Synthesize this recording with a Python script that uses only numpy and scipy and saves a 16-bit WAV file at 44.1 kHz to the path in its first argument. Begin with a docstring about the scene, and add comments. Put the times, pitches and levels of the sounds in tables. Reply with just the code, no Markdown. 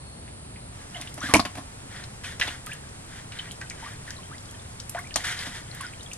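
"""Outdoors a low rumble and a thin hiss (filtered noise) run throughout; a thin whine soon fades. Live fish
in a basin smack faintly, then the scene cuts to a wet plastic bucket: slime sucks (gated froth), small
bubbles plink or rise (gliding sines). A fish slithers in onto another, slaps the bottom (modes, splatter,
bursting water) and bounces. Then gills and mouths smack (resonated clicks), squelch, suck air and prickle;
late on comes another wet slap."""
import sys
import numpy as np
from scipy import signal
from scipy.fft import rfft, irfft, next_fast_len
from scipy.io import wavfile
from scipy.ndimage import uniform_filter1d

SR = 44100
rng = np.random.default_rng(int(sys.argv[2]) if len(sys.argv) > 2 else 0)


def master_out(mix):
    """Clip the mix to full scale and print it as 16-bit PCM to the path in sys.argv[1]."""
    frames = np.transpose(np.atleast_2d(mix))
    ceiling = np.clip(frames, -1, 1)
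    pcm = np.round(ceiling * 32767).astype(np.int16)
    wavfile.write(sys.argv[1], SR, pcm)


N = 272097
T = np.arange(N) / SR
SHORT = T[:SR // 2]
CUT_S = 0.73  # cut from the basin to the bucket


def undb(db):
    """Decibels to gain."""
    return 10 ** (np.asarray(db) / 20)


def unit(x):
    """Scale to rms 1."""
    return x / np.sqrt(np.mean(x ** 2))


def over_bins(points, size):
    """Interpolate a (Hz, value) table over log frequency at every FFT bin."""
    hz, value = np.transpose(points)
    return np.interp(np.log(np.fft.rfftfreq(size, 1 / SR) + 1), np.log(hz), value)


def colour(x, points):
    """Minimum-phase filter from a (Hz, dB) table: causal, so attacks stay sharp."""
    size = next_fast_len(x.shape[-1] // 2 + 4096) * 2
    cepstrum = irfft(np.log(undb(over_bins(points, size))))
    cepstrum[1:size // 2] *= 2
    cepstrum[size // 2 + 1:] = 0
    response = np.exp(rfft(cepstrum))
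    return irfft(rfft(x, size) * response)[..., :x.shape[-1]]


def lowpass(x, order, hz):
    """Butterworth low-pass."""
    return signal.lfilter(*signal.butter(order, hz, fs=SR), x)


def highpass(x, hz):
    """First-order high-pass."""
    return signal.lfilter(*signal.butter(1, hz, "high", fs=SR), x)


def resonate(x, hz, width_hz):
    """One resonance, gain 1 at its centre; centre and width stop at SR / 3."""
    hz = min(hz, SR / 3)
    return signal.lfilter(*signal.iirpeak(hz, hz / min(width_hz, SR / 3), fs=SR), x)


def fade(t60_s):
    """Exponential decay, 60 dB in t60_s."""
    return np.exp(-np.log(1000) * SHORT / t60_s)


def crackle(count, rate_hz, spread_db):
    """Random tiny clicks of uneven size and sign, rms 1."""
    sizes = undb(spread_db * np.minimum(rng.exponential(size=count), 4))
    signs = rng.choice([-1, 1], count)
    return unit(signs * sizes * (rng.random(count) < rate_hz / SR))


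def add(out, start_s, x):
    """Mix x into out from start_s."""
    start = int(start_s * SR)
    out[start:start + len(x)] += x[:N - start]


def ports(x, lead):
    """Two microphone ports: the left leads the right by a frequency-dependent phase."""
    turn = np.exp(.5j * over_bins(lead, N) * np.array([[1], [-1]]))
    return irfft(rfft(x) * turn, N)


def air(spectrum, db, flutter_db=-0.44, diffuse=0.74):
    """Outdoor noise: an unsteady rumble alike at both ports under a partly diffuse hiss."""
    # left port's lead on the background: (frequency [Hz], phase [rad])
    far_lead = [(40, .05), (200, .3), (430, 1.5), (900, 2.1), (1800, 1.8), (3000, 2.3), (5000, 2.7),
                (9000, 3.0)]
    apart = highpass(rng.standard_normal((2, N)), 450)
    noise = ports(rng.standard_normal(N), far_lead) + diffuse * apart
    knots_s = np.linspace(0, T[-1], 90)
    flutter = undb(flutter_db * np.interp(T, knots_s, rng.standard_normal(len(knots_s))))
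    sound = unit(colour(noise, spectrum))
    rumble = lowpass(sound, 1, 300)
    return undb(db) * (sound + (flutter - 1) * rumble)


def insect(start_hz=4250, rise_hz=260, width_hz=60, db=-60.5, fade_s=0.31):
    """A thin whine, a noise-modulated sine, creeps upward and fades."""
    noise = rng.standard_normal((2, N))
    band = signal.sosfilt(signal.butter(2, width_hz / 2, fs=SR, output="sos"), noise)
    hz = start_hz + rise_hz * np.minimum(T / CUT_S, 1)
    carrier = np.sin(2 * np.pi * np.cumsum(hz) / SR)
    return undb(db) * unit((1 + unit(band)) * carrier) * np.exp(-(T / fade_s) ** 2)


def snap(hz, width_hz, t60_s, crackle_share):
    """A film breaks with a click and tears on in smaller ones; the cavity colours them. Peak 1."""
    tear = crackle_share * crackle(len(SHORT), rate_hz=7000, spread_db=3.5) * fade(t60_s)
    tear[0] = 1
    stage_hz = 0.86 * width_hz
    x = resonate(resonate(tear, hz, stage_hz), hz, stage_hz)
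    return x / np.abs(x).max()


def smacks(trim_db=5, tear_cycles=215):
    """Slime films snap as lips and gill covers part; bigger cavities tear on longer."""
    # slime films: (time [s], level before trim [dB], cavity [Hz], width before snap's narrowing [Hz])
    films = [(.278, -44.5, 2330, 1200), (0.56, -41, 2160, 900), (1.013, -32, 3400, 2500),
             (1.021, -32, 2420, 2000), (1.074, -34, 3140, 1800), (1.367, -18, 5970, 2200),
             (1.37, -31, 2680, 1000), (1.3827, -33, 5550, 2200), (1.400, -17, 4370, 2000),
             (1.452, -22.5, 1960, 3480), (2.243, -29, 2310, 2100), (2.413, -13.5, 2310, 1890),
             (2.478, -26, 2610, 3420), (2.668, -32, 1990, 2980), (3.321, -30.5, 2400, 2400),
             (3.389, -29, 3200, 1100), (3.456, -38, 2000, 2200), (3.511, -33, 3260, 1500),
             (3.614, -29.5, 1730, 1390), (3.708, -32, 2100, 905), (4.948, -31, 1530, 1400),
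             (5.108, -37.5, 2740, 1008), (5.142, -24.5, 4970, 3020), (5.162, -13, 7360, 5900),
             (5.167, -22, 3500, 2180), (5.391, -29.5, 4550, 1200), (6.115, -34.5, 2650, 900)]
    out = np.zeros(N)
    for start_s, db, hz, width_hz in films:
        add(out, start_s, undb(db + trim_db) * snap(hz, width_hz, tear_cycles / hz, crackle_share=0.083))
    return out


def suction(sputter_db=1.0, seep_db=-63, bright_hz=2180):
    """Air sputters through a wet slit as froth and ringing tiny bubbles; a little seeps between strokes."""
    # colour of the hollow behind the slit: (frequency [Hz], level [dB])
    gill = [(200, -14.5), (450, -15.5), (720, -11.5), (1150, -7), (1800, 4.5), (2150, -0.5), (2650, -8),
            (3300, -2), (4600, -9), (7000, -11.5), (10500, -11.5), (12300, -19), (15000, -51)]
    # gill and skin strokes, tighter slits brighter:
    # (time [s], attack [s], hold [s], level [dB], gain on the bright part [dB])
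    strokes = [(0.757, 0.044, 0.016, -51, -5), (0.895, 0.066, 0.13, -44.5, -1),
               (1.201, 0.035, 0.081, -36.5, 2), (1.44, 0.026, 0.051, -49, -8),
               (1.874, 0.085, 0.066, -40, -7), (2.234, 0.0041, 0.083, -38.5, 2),
               (2.412, 0.006, 0.12, -33, -3), (2.66, 0.044, 0.048, -47.5, 0),
               (3.045, 0.13, 0.018, -44.5, -1), (3.293, 0.067, 0.11, -41.5, -6.5),
               (3.722, 0.15, 0.048, -40.5, -5), (4.04, .03, 0.075, -48, 2.5),
               (4.938, 0.022, 0.024, -49, 2.5), (5.172, 0.011, 0.043, -44.5, 7),
               (5.235, 0.0096, 0.083, -28.5, -0.5), (5.317, 0.093, 0.072, -33.5, 0),
               (5.497, 0.048, 0.038, -37.5, -1.5), (5.642, 0.19, 0.045, -40, -6)]
    blips = sum(resonate(crackle(N, rate_hz=90, spread_db=2.0), hz, hz / 12)
                for hz in np.geomspace(1200, 9000, 18))
    fine = unit(colour(crackle(N, rate_hz=9000, spread_db=2.0), gill))
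    froth = unit(fine + .5 * unit(colour(blips, gill)))
    sputter = undb(sputter_db * unit(uniform_filter1d(rng.standard_normal(N), size=700)))
    dull = lowpass(froth, 1, bright_hz)
    bright = froth - dull
    dull_power = bright_power = undb(seep_db) ** 2 * (T > CUT_S)
    for start_s, attack_s, hold_s, db, bright_db in strokes:
        flow = undb(db) * stroke(start_s, attack_s, hold_s)
        dull_power = dull_power + flow ** 2
        bright_power = bright_power + (undb(bright_db) * flow) ** 2
    return sputter * (dull * np.sqrt(dull_power) + bright * np.sqrt(bright_power))


def stroke(start_s, attack_s, hold_s, sag_db_per_s=47, release_db_per_s=253):
    """Air flow of one stroke: builds, slackens, then the slit closes and adds the release to the sag."""
    held_s = np.maximum(T - start_s - attack_s, 0)
    loss_db = sag_db_per_s * held_s + release_db_per_s * np.maximum(held_s - hold_s, 0)
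    return np.clip((T - start_s) / attack_s, 0, 1) * undb(-loss_db)


def bubble(start_hz, end_hz, length_s, waver=0.046, damping=1.0):
    """A pocket of air rings, wavering and gliding as its size changes."""
    age = np.linspace(0, 1, int(length_s * SR))
    wobble = unit(uniform_filter1d(rng.standard_normal(2048), size=60))
    hz = start_hz * (end_hz / start_hz) ** age * (1 + waver * np.resize(wobble, len(age)))
    swell = np.minimum(age / 0.13, 1) * np.exp(-damping * age) * np.minimum((1 - age) / 0.071, 1)
    return swell * np.sin(2 * np.pi * np.cumsum(hz) / SR)


def tick(hz):
    """A scale or fin ray comes unstuck: a very short snap. Peak 1."""
    return snap(hz, 0.94 * hz, t60_s=0.027, crackle_share=0.17)


def prickle(quiet_db=-46, range_db=8, cycles=22, glide=1.114, low_hz=2100, octaves=2.5,
            tick_share=0.38, tick_low_hz=4500, tick_db=4):
    """Pinhead bubbles burst in slime as short upward blips among small ticks; most are faint."""
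    # how busy the slime is: (time [s], rate [events/s])
    busyness = [(.7, 0), (1.2, 70), (1.65, 5), (3.2, 8), (4.1, 80), (4.35, 35), (6.1, 69.5)]
    out = np.zeros(N)
    due = np.cumsum(np.interp(T, *np.transpose(busyness))) / SR  # events expected so far
    for k, (when, pitch, size, kind) in enumerate(rng.random((400, 4))[:int(due[-1])]):
        hz = low_hz * 2 ** (octaves * pitch)
        if kind < tick_share:
            sound = undb(tick_db) * tick(tick_low_hz * 2 ** pitch)
        else:
            sound = bubble(hz, glide * hz, cycles / hz, damping=2.2)
        start_s = np.interp(k + when, due, T)
        add(out, start_s, undb(quiet_db + range_db * size ** 2) * sound)
    return out


def bubbles(trim_db=3):
    """Clear bubbles, squeezed by the slime, glide in pitch; nearly all rise."""
    # (time [s], length [s], start [Hz], end [Hz], level before trim [dB])
    glides = [(0.946, 0.0069, 2800, 3150, -34), (0.953, 0.036, 730, 600, -43),
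              (0.964, .012, 2940, 3500, -35), (1.213, .024, 1150, 1660, -32.5),
              (1.253, .025, 1550, 2010, -31.5), (2.691, 0.03, 1495, 1880, -38.5),
              (2.715, 0.016, 2370, 3200, -33), (3.823, 0.032, 860, 1090, -39.5),
              (3.862, 0.013, 1075, 1280, -34.5), (4.077, 0.015, 1840, 1740, -35),
              (4.103, 0.016, 1486, 1960, -39), (4.31, .047, 1120, 2320, -41),
              (4.948, 0.0133, 638, 725, -28.5), (4.956, .022, 825, 1160, -35.5),
              (4.971, .008, 1600, 2110, -30.5), (4.98, 0.02, 1324, 2350, -30),
              (4.986, 0.019, 1000, 1200, -38), (5.041, .018, 1860, 2500, -43)]
    out = np.zeros(N)
    for start_s, length_s, start_hz, end_hz, db in glides:
        add(out, start_s, undb(db + trim_db) * bubble(start_hz, end_hz, length_s))
    return out


def pockets():
    """Air trapped under a fish and in the slime plinks at an almost steady, slightly falling pitch."""
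    # (time [s], start [Hz], length [s], level [dB])
    plinks = [(0.953, 2130, 0.029, -34), (1.074, 2950, 0.0067, -38), (1.205, 6040, .006, -32.5),
              (1.294, 1180, 0.02, -28), (1.339, 604, 0.0035, -1), (1.3439, 2370, 0.0044, 1.5),
              (1.348, 2325, 0.016, -17), (1.349, 493, 0.0082, -17.5), (1.3561, 1006, 0.0054, -5),
              (1.359, 313, 0.0207, -11.5), (1.3949, 1134, 0.007, -9), (1.395, 228, 0.0137, -12),
              (1.398, 743, 0.019, -19), (2.671, 1250, 0.015, -32), (2.727, 1720, 0.028, -33.5),
              (2.838, 1690, .014, -40), (3.393, 3140, 0.012, -24), (3.609, 1584, 0.052, -33),
              (4.166, 4070, 0.0065, -35), (4.1869, 1070, 0.018, -37.5), (4.2323, 3220, .007, -37),
              (4.256, 3350, .008, -40), (4.4914, 3320, 0.0089, -40), (4.542, 1820, 0.01, -40),
              (4.596, 3650, 0.0056, -36.5), (5.067, 2360, 0.016, -35.5), (5.118, 1840, 0.01, -36),
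              (5.183, 860, 0.0087, -28.5), (5.205, 1930, 0.0056, -24), (5.714, 4300, 0.0061, -31),
              (5.806, 1108, 0.024, -28.5), (5.834, 1570, 0.011, -27.5), (5.845, 1493, 0.018, -28),
              (5.866, 5200, 0.0045, -33.5), (5.936, 2470, 0.0033, -28.5), (5.997, 3060, 0.0057, -34.5),
              (6.008, 3860, 0.0083, -33.5), (6.062, 3380, 0.0089, -32.5), (6.132, 6280, 0.0049, -33)]
    out = np.zeros(N)
    for start_s, hz, length_s, db in plinks:
        add(out, start_s, undb(db) * bubble(hz, 0.945 * hz, length_s, waver=0.015, damping=2.42))
    return out


def blows(trim_db=-3, splat_cycles=63):
    """Soft bodies set the bucket ringing and squirt water out; softer contacts ring duller, smear longer."""
    # bodies striking the bucket: (time [s], thud before trim [dB], contact bandwidth [Hz], splat [dB])
    hits = [(0.996, -37, 904, -48), (1.178, -33, 580, -32.5), (1.233, -24, 280, -42),
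            (1.288, -23, 250, -29), (1.3378, -15.5, 1970, -8), (1.3476, -22, 1300, -13.5),
            (1.3507, -19.5, 1700, -11.5), (1.3565, -15, 890, -17), (1.395, -29.5, 970, -18.5),
            (1.4513, -31, 1980, -25), (1.4569, -45, 1500, -27), (1.553, -43, 900, -32.5),
            (1.571, -38, 400, -32), (1.582, -33, 900, -35.5), (2.399, -50, 1290, -24),
            (2.449, -45, 900, -32), (2.478, -38.5, 1100, -27), (5.158, -35, 1080, -18),
            (5.466, -35, 630, -38)]
    # modes of the loaded bucket: (frequency [Hz], level [dB], t60 [s])
    bucket = [(105.4, -5.5, 0.11), (212, -6.5, 0.16), (265.8, -2, 0.16), (314, -2, 0.068), (616, 3, 0.052),
              (732, -5, 0.088), (845, -4.5, 0.057), (990, 3, 0.01), (1037, -4, 0.18), (1093, -5, 0.16),
              (1210, -15, 0.08), (2140, 11.5, 0.0046)]
    # colour of the squirting water: (frequency [Hz], level [dB])
    splat_colour = [(60, 16.5), (250, -12.5), (700, 0.5), (1200, -2.5), (2000, -3.5), (3500, -9.5),
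                    (7000, -20.5), (10000, -9), (11500, -14), (15000, -43)]
    out = np.zeros(N)
    ring = np.zeros(len(SHORT))
    for k, (hz, db, t60_s) in enumerate(bucket):
        ring += (-1) ** k * undb(db) * fade(t60_s) * np.sin(2 * np.pi * hz * SHORT)
    for start_s, thud_db, contact_hz, splat_db in hits:
        thud = lowpass(ring, 2, contact_hz)
        spray = unit(colour(crackle(len(SHORT), rate_hz=9000, spread_db=4.0), splat_colour))
        splat = spray * fade(splat_cycles / contact_hz)
        add(out, start_s, undb(thud_db + trim_db) * thud + undb(splat_db) * splat)
    return out


def landing():
    """Blows and air pockets, with the deep bass removed."""
    return signal.sosfilt(signal.butter(2, 70, "high", fs=SR, output="sos"), pockets() + blows())


def ticks(trim_db=6):
    """The clearest ticks of wet scales and fins."""
    # (time [s], level before trim [dB], pitch [Hz])
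    clear_ticks = [(1.014, -26.5, 8000), (1.142, -30, 8200), (2.0395, -32.5, 4250), (2.663, -23.5, 10600),
                   (2.733, -30.5, 8900), (3.5167, -27.5, 7950), (3.614, -34, 5000), (3.699, -27.5, 5950),
                   (4.106, -28, 5550), (4.3816, -38, 4220), (4.511, -33.5, 8300), (4.8008, -30, 5700),
                   (4.895, -20, 10700), (4.9906, -28.5, 10400), (5.7483, -29, 10700), (5.8105, -26.5, 9700),
                   (6.031, -32.5, 7000), (6.134, -25, 7400)]
    out = np.zeros(N)
    for start_s, db, hz in clear_ticks:
        add(out, start_s, undb(db + trim_db) * tick(hz))
    return out


def squelches(attack_share=0.056, release_share=0.15, width_share=0.2):
    """Air forced through a wet gap: noise whose broad resonance glides as the gap changes size."""
    # (time [s], length [s], start [Hz], end [Hz], level [dB])
    gaps = [(1.224, 0.056, 1350, 1990, -37.5), (1.274, 0.062, 1604, 936, -38.5),
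            (2.414, .028, 1853, 1948, -24.5), (2.471, 0.026, 3750, 2920, -35.5)]
    out = np.zeros(N)
    for start_s, length_s, start_hz, end_hz, db in gaps:
        age = np.linspace(0, 1, int(length_s * SR))
        noise = rng.standard_normal((2, len(SHORT)))
        rush = lowpass(noise, 2, width_share * start_hz / 2)[:, -len(age):]
        phase = 2 * np.pi * np.cumsum(start_hz * (end_hz / start_hz) ** age) / SR
        swell = np.minimum(age / attack_share, 1) * np.minimum((1 - age) / release_share, 1)
        band = unit(rush[0] * np.cos(phase) + rush[1] * np.sin(phase))
        add(out, start_s, undb(db) * swell * band)
    return out


def cracks():
    """Water sheets burst from under a flat flank or gill cover: a dense spit swells and dies in milliseconds."""
    # (time [s], swell [s], level [dB], centre [Hz], width of each of two resonances [Hz])
    sheets = [(1.3377, 0.0016, -10, 6300, 8100), (2.396, 0.003, -27.5, 4160, 6540),
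              (2.4123, 0.00077, -19, 2570, 2950), (5.1583, 0.0014, -16.5, 7000, 5960),
              (5.804, 0.0043, -36.5, 2000, 2200)]
    out = np.zeros(N)
    for start_s, swell_s, db, hz, width_hz in sheets:
        noise = rng.standard_normal(len(SHORT))
        spray = unit(resonate(resonate(noise, hz, width_hz), hz, width_hz))
        age = SHORT / swell_s
        add(out, start_s, undb(db) * spray * (age * np.exp(1 - age)) ** 2)
    return out


def echoes(t60_s):
    """Decaying noise response from 1.5 ms on, different at each port, energy 1."""
    response = rng.standard_normal((2, len(SHORT))) * fade(t60_s) * (SHORT > .0015)
    return response / np.sqrt(np.sum(response ** 2, axis=1, keepdims=True))


def in_bucket(x, balance, hollow_db, wall_db=-8, wall_t60_s=0.14, tail_db=-21, tail_t60_s=0.28,
              hollow_width_hz=9):
    """The bucket's air hums along; quick reflections and a faint longer tail differ at each port."""
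    # two close, beating pitches of the air in the bucket: [Hz]
    hollow_hz = (695.5, 725)
    # left port's lead on the fish: (frequency [Hz], phase [rad])
    near_lead = [(40, .02), (400, .15), (800, .55), (1900, .75), (3200, 1.25), (4800, 2.2), (7000, 1.6),
                 (10000, 2.0)]
    x = x + undb(hollow_db) * sum(resonate(x, hz, hollow_width_hz) for hz in hollow_hz)
    response = undb(wall_db) * echoes(wall_t60_s) + undb(tail_db) * echoes(tail_t60_s)
    scattered = highpass(x, 800)  # long waves are not scattered
    both = ports(x, near_lead) + signal.fftconvolve(scattered[None], response, axes=1)[:, :N]
    side_db = over_bins(balance, N) * np.array([[.5], [-.5]])
    return irfft(rfft(both) * undb(side_db), N)


def scene():
    """The fish over the outdoor background, which cuts, by a 20 ms crossfade, from basin to bucket."""
    # background beside the basin and beside the bucket: (frequency [Hz], level [dB])
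    basin_air = [(20, -30), (50, -2.5), (90, 0), (170, -6.5), (350, -14.5), (900, -18.5), (1500, -24.5),
                 (3500, -28.5), (4300, -25.5), (6000, -34), (7800, -26.5), (9450, -17), (10100, -32.5),
                 (12000, -49)]
    bucket_air = [(20, -11), (50, -6), (110, -0.5), (190, -9), (350, -16), (900, -18), (1800, -23),
                  (3000, -26), (6500, -28), (8700, -20.5), (9600, -24), (11000, -33.5), (15000, -46)]
    # left over right, for the bucket's bottom and for the fish's mouths: (frequency [Hz], level [dB])
    landing_balance = [(400, -1.5), (900, -2), (2600, -2.5), (4800, 16), (7000, 16), (10000, -3)]
    mouth_balance = [(1800, 1), (3000, -3), (4800, 9), (7000, 1), (12000, -4)]
    at_bucket = np.clip((T - CUT_S) / .02 + .5, 0, 1)
    outdoors = np.sqrt(1 - at_bucket) * (air(basin_air, db=-41.5) + insect())
    outdoors += np.sqrt(at_bucket) * air(bucket_air, db=-41.5)
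    fish = smacks() + suction() + prickle() + bubbles() + ticks() + squelches() + cracks()
    return (outdoors + in_bucket(landing(), landing_balance, hollow_db=-7)
            + in_bucket(fish, mouth_balance, hollow_db=6))


def record(dry, top_hz=15500):
    """Dull the top treble, clip at full scale and low-pass at top_hz."""
    # treble roll-off: (frequency [Hz], level [dB])
    treble_rolloff = [(10500, 0), (12000, -3), (13500, -10), (15500, -17)]
    heard = np.clip(colour(dry, treble_rolloff), -1, 1)
    return signal.sosfilt(signal.ellip(8, .2, 70, top_hz, fs=SR, output="sos"), heard)


dry = scene()
out = record(dry)
master_out(out)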